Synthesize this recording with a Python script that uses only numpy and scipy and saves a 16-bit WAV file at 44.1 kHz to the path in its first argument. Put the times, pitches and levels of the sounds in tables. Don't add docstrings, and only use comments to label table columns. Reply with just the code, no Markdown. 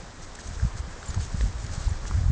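import sys
import numpy as np
from scipy import signal
from scipy.fft import rfft, irfft
from scipy.io import wavfile

SR = 44100
rng = np.random.default_rng(int(sys.argv[2]) if len(sys.argv) > 2 else 0)


def waveform_to_disk(signal):
    frames = np.transpose(np.atleast_2d(signal))
    scaled = np.clip(frames, -1, 1) * 32767
    samples = np.round(scaled).astype(np.int16)
    wavfile.write(sys.argv[1], SR, samples)


def rack_gain(trim_db):
    fader = np.asarray(trim_db, float)
    return 10 ** (fader / 20)


N = 102135


def in_time(rows):
    s, db = np.transpose(rows)
    return np.interp(np.arange(N) / SR, s, db)


def rms_one(x):
    return x / np.sqrt(np.mean(x ** 2) + 1e-20)


def drift(rate):
    hold = 40
    r = np.exp(-2 * hold * np.pi * rate / SR)
    slow = signal.lfilter([1], [1, -2 * r, r * r], rng.standard_normal(N // hold + 2002))[2000:]
    return np.interp(np.arange(N) / hold, np.arange(len(slow)), rms_one(slow))


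def coloured(x, spectrum, patchy_db, low_hz):
    hz = np.maximum(np.arange(N // 2 + 1) * SR / N, 1)
    at, db = np.transpose(spectrum)
    inside = (hz > low_hz) * (hz < 1.05 * at[-1])
    shaped = rfft(x) * rack_gain(np.interp(np.log(hz), np.log(at), db)) * inside
    place = 2 * np.log2(hz / low_hz)
    out = np.zeros(N)
    for k in range(int(2 * np.log2(at[-1] / low_hz)) + 2):
        band = irfft(shaped * np.clip(1 - abs(place - k), 0, 1), N)
        out += rack_gain(patchy_db * drift(9.2)) * band
    return rms_one(out)


def add(out, s, lead_s, shape):
    at = np.arange(max(int((s - lead_s) * SR), 0), min(int((s + .2) * SR), N))
    out[at] += shape(at / SR - s)


def rumble():
    # time in seconds, level in dB.
    herd = [
        (0, -46),
        (.4, -42.5),
        (.7, -40),
        (1.0, -44),
        (1.3, -37.5),
        (1.7, -37.5),
        (2.0, -37.5),
        (2.32, -32.5),
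    ]
    # frequency in Hz, level in dB per Hz.
    ground_tone = [(12, -36), (20, 3.5), (32, 2.5), (55, -5.5), (90, -6), (146, -17.5), (260, -30),
                   (340, -47.5)]
    lumps_db = 3 * drift(7.1)
    noise = coloured(rng.standard_normal(N), ground_tone, patchy_db=0.41, low_hz=8.3)
    return rack_gain(in_time(herd) + 0.5 + lumps_db) * noise


def air():
    # time in seconds, level in dB.
    breeze = [
        (0, -45),
        (.15, -46.5),
        (.4, -45.5),
        (.9, -45),
        (1.3, -44.5),
        (1.5, -45),
        (1.9, -43.5),
        (2.32, -45),
    ]
    # frequency in Hz, level in dB per Hz.
    hiss_tone = [(100, -31), (150, -3.5), (380, -6.5), (900, -8), (1700, -10), (2700, -19.5), (6700, -17.5),
                 (8000, -23)]
    hiss = coloured(rng.standard_normal(N), hiss_tone, patchy_db=1.0, low_hz=100)
    gusts_db = .5 * drift(9.6)
    return rack_gain(in_time(breeze) + gusts_db) * hiss


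def heave(turn, cycles, lead):
    crest_share = 0.065
    lean = 0.26
    spread = 0.33
    angle = 2 * np.pi * turn
    w = angle + np.sign(lead) * lean * (np.cos(angle) - 1)
    wave = (np.cos(w) + crest_share * np.cos(2 * w)) / (1 + crest_share)
    return wave * np.exp(-.5 * ((turn + lead) / (spread * cycles)) ** 2)


def thuds():
    # crest in seconds, its level in dB, turf pitch in Hz, length in cycles. Hoof
    hoof_falls = [(0.491, -25.5, 46, 0.63), (.5815, -29.5, 42, 1), (0.635, -13, 72.5, 1.3),
                  (0.6522, -12.5, 87, 0.69), (0.67, -20.5, 65, 1.9), (.757, -25.5, 81, 0.77),
                  (.857, -31, 61, 2.2), (1.094, -23, 80, 0.95), (1.11, -23.5, 80, 1.6),
                  (1.1865, -26, 94, 1.3), (1.209, -31, 70, 1.1), (1.238, -26.5, 75, 1.4),
                  (1.2475, -39, 90, 1), (1.263, -31, 55, 1.8), (1.3476, -16.5, 97, 0.75),
                  (1.462, -16, 53.4, 1.3), (1.484, -23.5, 70, 2.3), (1.5628, -26, 58, 2.1),
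                  (1.495, -36, 80, 1.2), (1.871, -17.5, 45, 1.2), (1.9195, -19, 83, 1.86),
                  (2.0457, -30, 42, 3), (2.1561, -15, 67.5, 1.7), (2.179, -23, 75, 1.6),
                  (2.1895, -18.5, 90, 1.7), (2.217, -17, 74, 1.3), (2.2416, -18, 78, 0.95),
                  (2.2658, -13.5, 66.7, 1.08), (2.2881, -13, 61, 0.91), (2.304, -12, 100, 1.3)]
    more_hoof_falls = [(.005, -35.5, 51, 0.99), (0.037, -35.5, 159, 2.1), (.32, -40, 40, 1.2),
                       (0.397, -38, 60.3, 1.2), (.606, -29.5, 69.6, 1.02), (0.513, -28, 89, 1.1),
                       (0.537, -33, 70, 1.1), (0.768, -29, 60.7, 0.42), (0.842, -30, 49.7, 0.62),
                       (0.898, -35, 68.4, 0.75), (1.03, -39, 59.4, 1.8), (1.222, -28, 70, 0.85),
                       (1.322, -40, 50.4, 1.5), (1.359, -25, 80, 0.62), (1.3893, -27, 65, 1.9),
                       (1.438, -31, 210, 2.7), (1.5053, -27.5, 81, 2), (2.035, -38, 105, 1.5),
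                       (1.598, -27, 49.5, 0.95), (1.671, -36, 49.3, 2.1), (1.744, -36, 113, 1.8),
                       (1.8427, -33, 40.3, 1.16), (1.885, -25, 93, 1.3), (1.906, -30.5, 70, 3.3),
                       (1.986, -29, 54.4, 1.3), (2.0698, -31, 54, 1.4), (2.126, -22, 69, 1.5),
                       (2.005, -34, 100, 1.3), (2.083, -34, 85, 1.1)]
    stamps = [(.461, -28, 62, 0.75), (.566, -28, 62.4, 1.3), (.591, -31, 65.6, 1.4), (.8015, -21, 58, 1.3),
              (1.1645, -22.5, 75, 0.74), (1.175, -16, 88, 1.25), (1.1955, -18, 72, 0.89),
              (1.405, -27, 55.2, 2.1), (1.4235, -18, 52.2, 2.15), (1.441, -18, 65, 1.3),
              (1.6435, -23, 84.5, 1.1), (1.695, -37, 90, 0.85), (1.78, -21, 100, 0.99),
              (1.809, -23, 61, 0.96), (1.874, -18.5, 75, 1.1), (.2, -40, 152, 2), (2.102, -26, 50, 1.2),
              (2.141, -24.5, 62, 0.59), (.88, -36, 159, 2.3), (1.965, -49, 170, 2.1),
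              (.467, -37.5, 165, 1.5), (1.47, -37, 205, 4.9), (1.835, -40, 149, 3.1),
              (2.109, -31.5, 170, 1.7)]
    out = np.zeros(N)
    for rows, lead in (hoof_falls, 0.07), (more_hoof_falls, 0.07), (stamps, -0.15):
        for s, db, hz, cycles in rows:
            add(out, s, .2, lambda t: rack_gain(db) * heave(t * hz, cycles, lead))
    return out


def swishes():
    # middle in seconds, length in seconds, level in dB.
    strokes = [(0.237, 0.042, -49), (0.355, 0.0075, -47), (0.403, 0.027, -46.5), (0.467, 0.078, -51.5),
               (.474, 0.01, -49), (0.545, 0.033, -49.5), (0.634, 0.11, -52), (0.784, 0.029, -47),
               (0.922, 0.051, -55.5), (1.092, 0.13, -52), (1.107, 0.0079, -43.5), (1.145, 0.0027, -39),
               (1.23, 0.065, -44.5), (1.417, 0.01, -48.5), (1.424, 0.13, -48), (1.54, 0.013, -62),
               (1.618, 0.061, -52.5), (1.667, 0.006, -41.5), (1.646, 0.0088, -48), (1.604, 0.0092, -52),
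               (1.327, 0.022, -50.5), (1.528, 0.006, -50), (1.738, 0.053, -45), (1.828, 0.11, -46.5),
               (1.906, 0.011, -49.5), (2.076, 0.024, -43), (2.134, 0.23, -54)]
    # frequency in Hz, level in dB per Hz.
    blade_tone = [(900, -5), (2500, -6.5), (4000, -1.5), (6500, 3), (8000, -1)]
    blades_per_s, blade_spread_db = 8000, 2.6
    t = np.arange(N) / SR
    stroke_power = np.zeros(N)
    for s, length, db in strokes:
        stroke_power += rack_gain(2 * db) * np.exp(-abs(2 * (t - s) / length) ** 3.5)
    sizes = rack_gain(blade_spread_db * np.minimum(rng.exponential(1, N), 4)) * rng.choice([-1, 1], N)
    ticks = sizes * (rng.random(N) < blades_per_s / SR)
    return np.sqrt(stroke_power) * coloured(ticks, blade_tone, patchy_db=0.91, low_hz=760)


def ring(t, db, hz, t60, choke_s=1):
    t = np.maximum(t, 0)
    contact = 1 - np.exp(-t / .00022)
    choke = np.exp(-(t / choke_s) ** 4.5)
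    return -rack_gain(db - 60 * t / t60) * np.sin(2 * np.pi * hz * t) * choke * contact


def clinks():
    # time in seconds, peak level in dB, pitch in Hz, time to fall 60 dB in seconds.
    touches = [(.35, -47.5, 7630, 0.021), (0.453, -36, 5870, .008), (0.4754, -37, 6440, 0.021),
               (1.0573, -42.5, 7400, 0.1), (1.0819, -37.5, 7100, 0.19), (1.1442, -34.5, 6500, 0.022),
               (1.1438, -44, 8000, 0.014), (1.201, -38, 4510, 0.024), (1.209, -46, 7850, 0.036),
               (1.6645, -32, 5200, 0.0085), (1.6648, -36.5, 6900, .006), (1.6683, -37, 6300, 0.0067),
               (1.812, -47, 6220, 0.031), (1.8916, -40, 7160, 0.041), (1.6684, -39.5, 7600, 0.005)]
    out = np.zeros(N)
    for s, db, hz, t60 in touches:
        add(out, s, 0, lambda t: ring(t, db, hz, t60, choke_s=.022))
    rattle_db = 1.5 * drift(150)
    return out * rack_gain(rattle_db)


def knocks():
    # time in seconds, ring level in dB, pitch in Hz, crack level in dB, ring length in seconds.
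    tips = [(0.389, -32, 1730, -41, 0.0037), (0.5987, -28, 1590, -50, 0.0029),
            (0.625, -37, 1570, -43, .003), (0.771, -35, 1100, -38, 0.0026), (0.93, -38, 1720, -41, .003),
            (1.0291, -29.5, 1480, -35, 0.0016), (1.0292, -35.5, 4000, -54, 0.00089),
            (1.0305, -32.5, 1500, -52, .0015), (1.1428, -32, 1310, -39, .003),
            (1.1785, -30.5, 910, -34, .003), (1.4096, -26, 1780, -22.5, 0.0022),
            (1.4093, -29.5, 4050, -40.5, 0.0011), (1.4099, -26, 3000, -25.5, 0.00083),
            (1.411, -31, 1310, -41.5, 0.0023), (1.431, -31, 1390, -44, 0.0011),
            (1.693, -37, 1800, -54, .003), (1.869, -34.5, 4000, -47, 0.00089),
            (1.881, -30.5, 940, -51, 0.0054), (2.053, -31.5, 1104, -29, 0.0023),
            (2.0548, -29, 1600, -42, 0.0013), (2.1105, -34, 1170, -35, .0024),
            (2.1113, -23.5, 1160, -28.5, .0017)]
    # ratio to the ring pitch, level in dB.
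    crack_tones = [(.2, 0), (.45, -7.5), (.75, -8.5), (1.4, -1)]

    def knock(t, db, hz, crack_db, length):
        out = ring(t, db, hz, .022, length)
        for ratio, rel_db in crack_tones:
            out = out + ring(t, crack_db + rel_db, hz * ratio, .005)
        return out

    out = np.zeros(N)
    for s, *strike in tips:
        add(out, s, 0, lambda t: knock(t, *strike))
    return out


def scene():
    return (rumble() + air() + thuds() + swishes() + clinks() + knocks())[None]


def low_pass(x):
    return signal.sosfilt(signal.butter(12, 9910, fs=SR, output="sos"), x)


def record(dry):
    # frequency in Hz, level in dB.
    leaky_filter = [(6000, 0), (7200, 0.5), (8000, 1.5), (8900, -13), (9600, -26.5), (10200, -44.5)]
    fold_hz = 8000
    hz = np.arange(N // 2 + 1) * SR / N
    at, db = np.transpose(leaky_filter)
    low = irfft(rfft(dry) * (hz < fold_hz), N)
    mirrored = low * (1 + 2 * np.cos(2 * np.pi * 2 * fold_hz * np.arange(N) / SR))
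    leaked = irfft(rfft(mirrored) * rack_gain(np.interp(hz, at, db, right=-120)), N)
    return low_pass(leaked)


dry = scene()
out = record(dry)
waveform_to_disk(out)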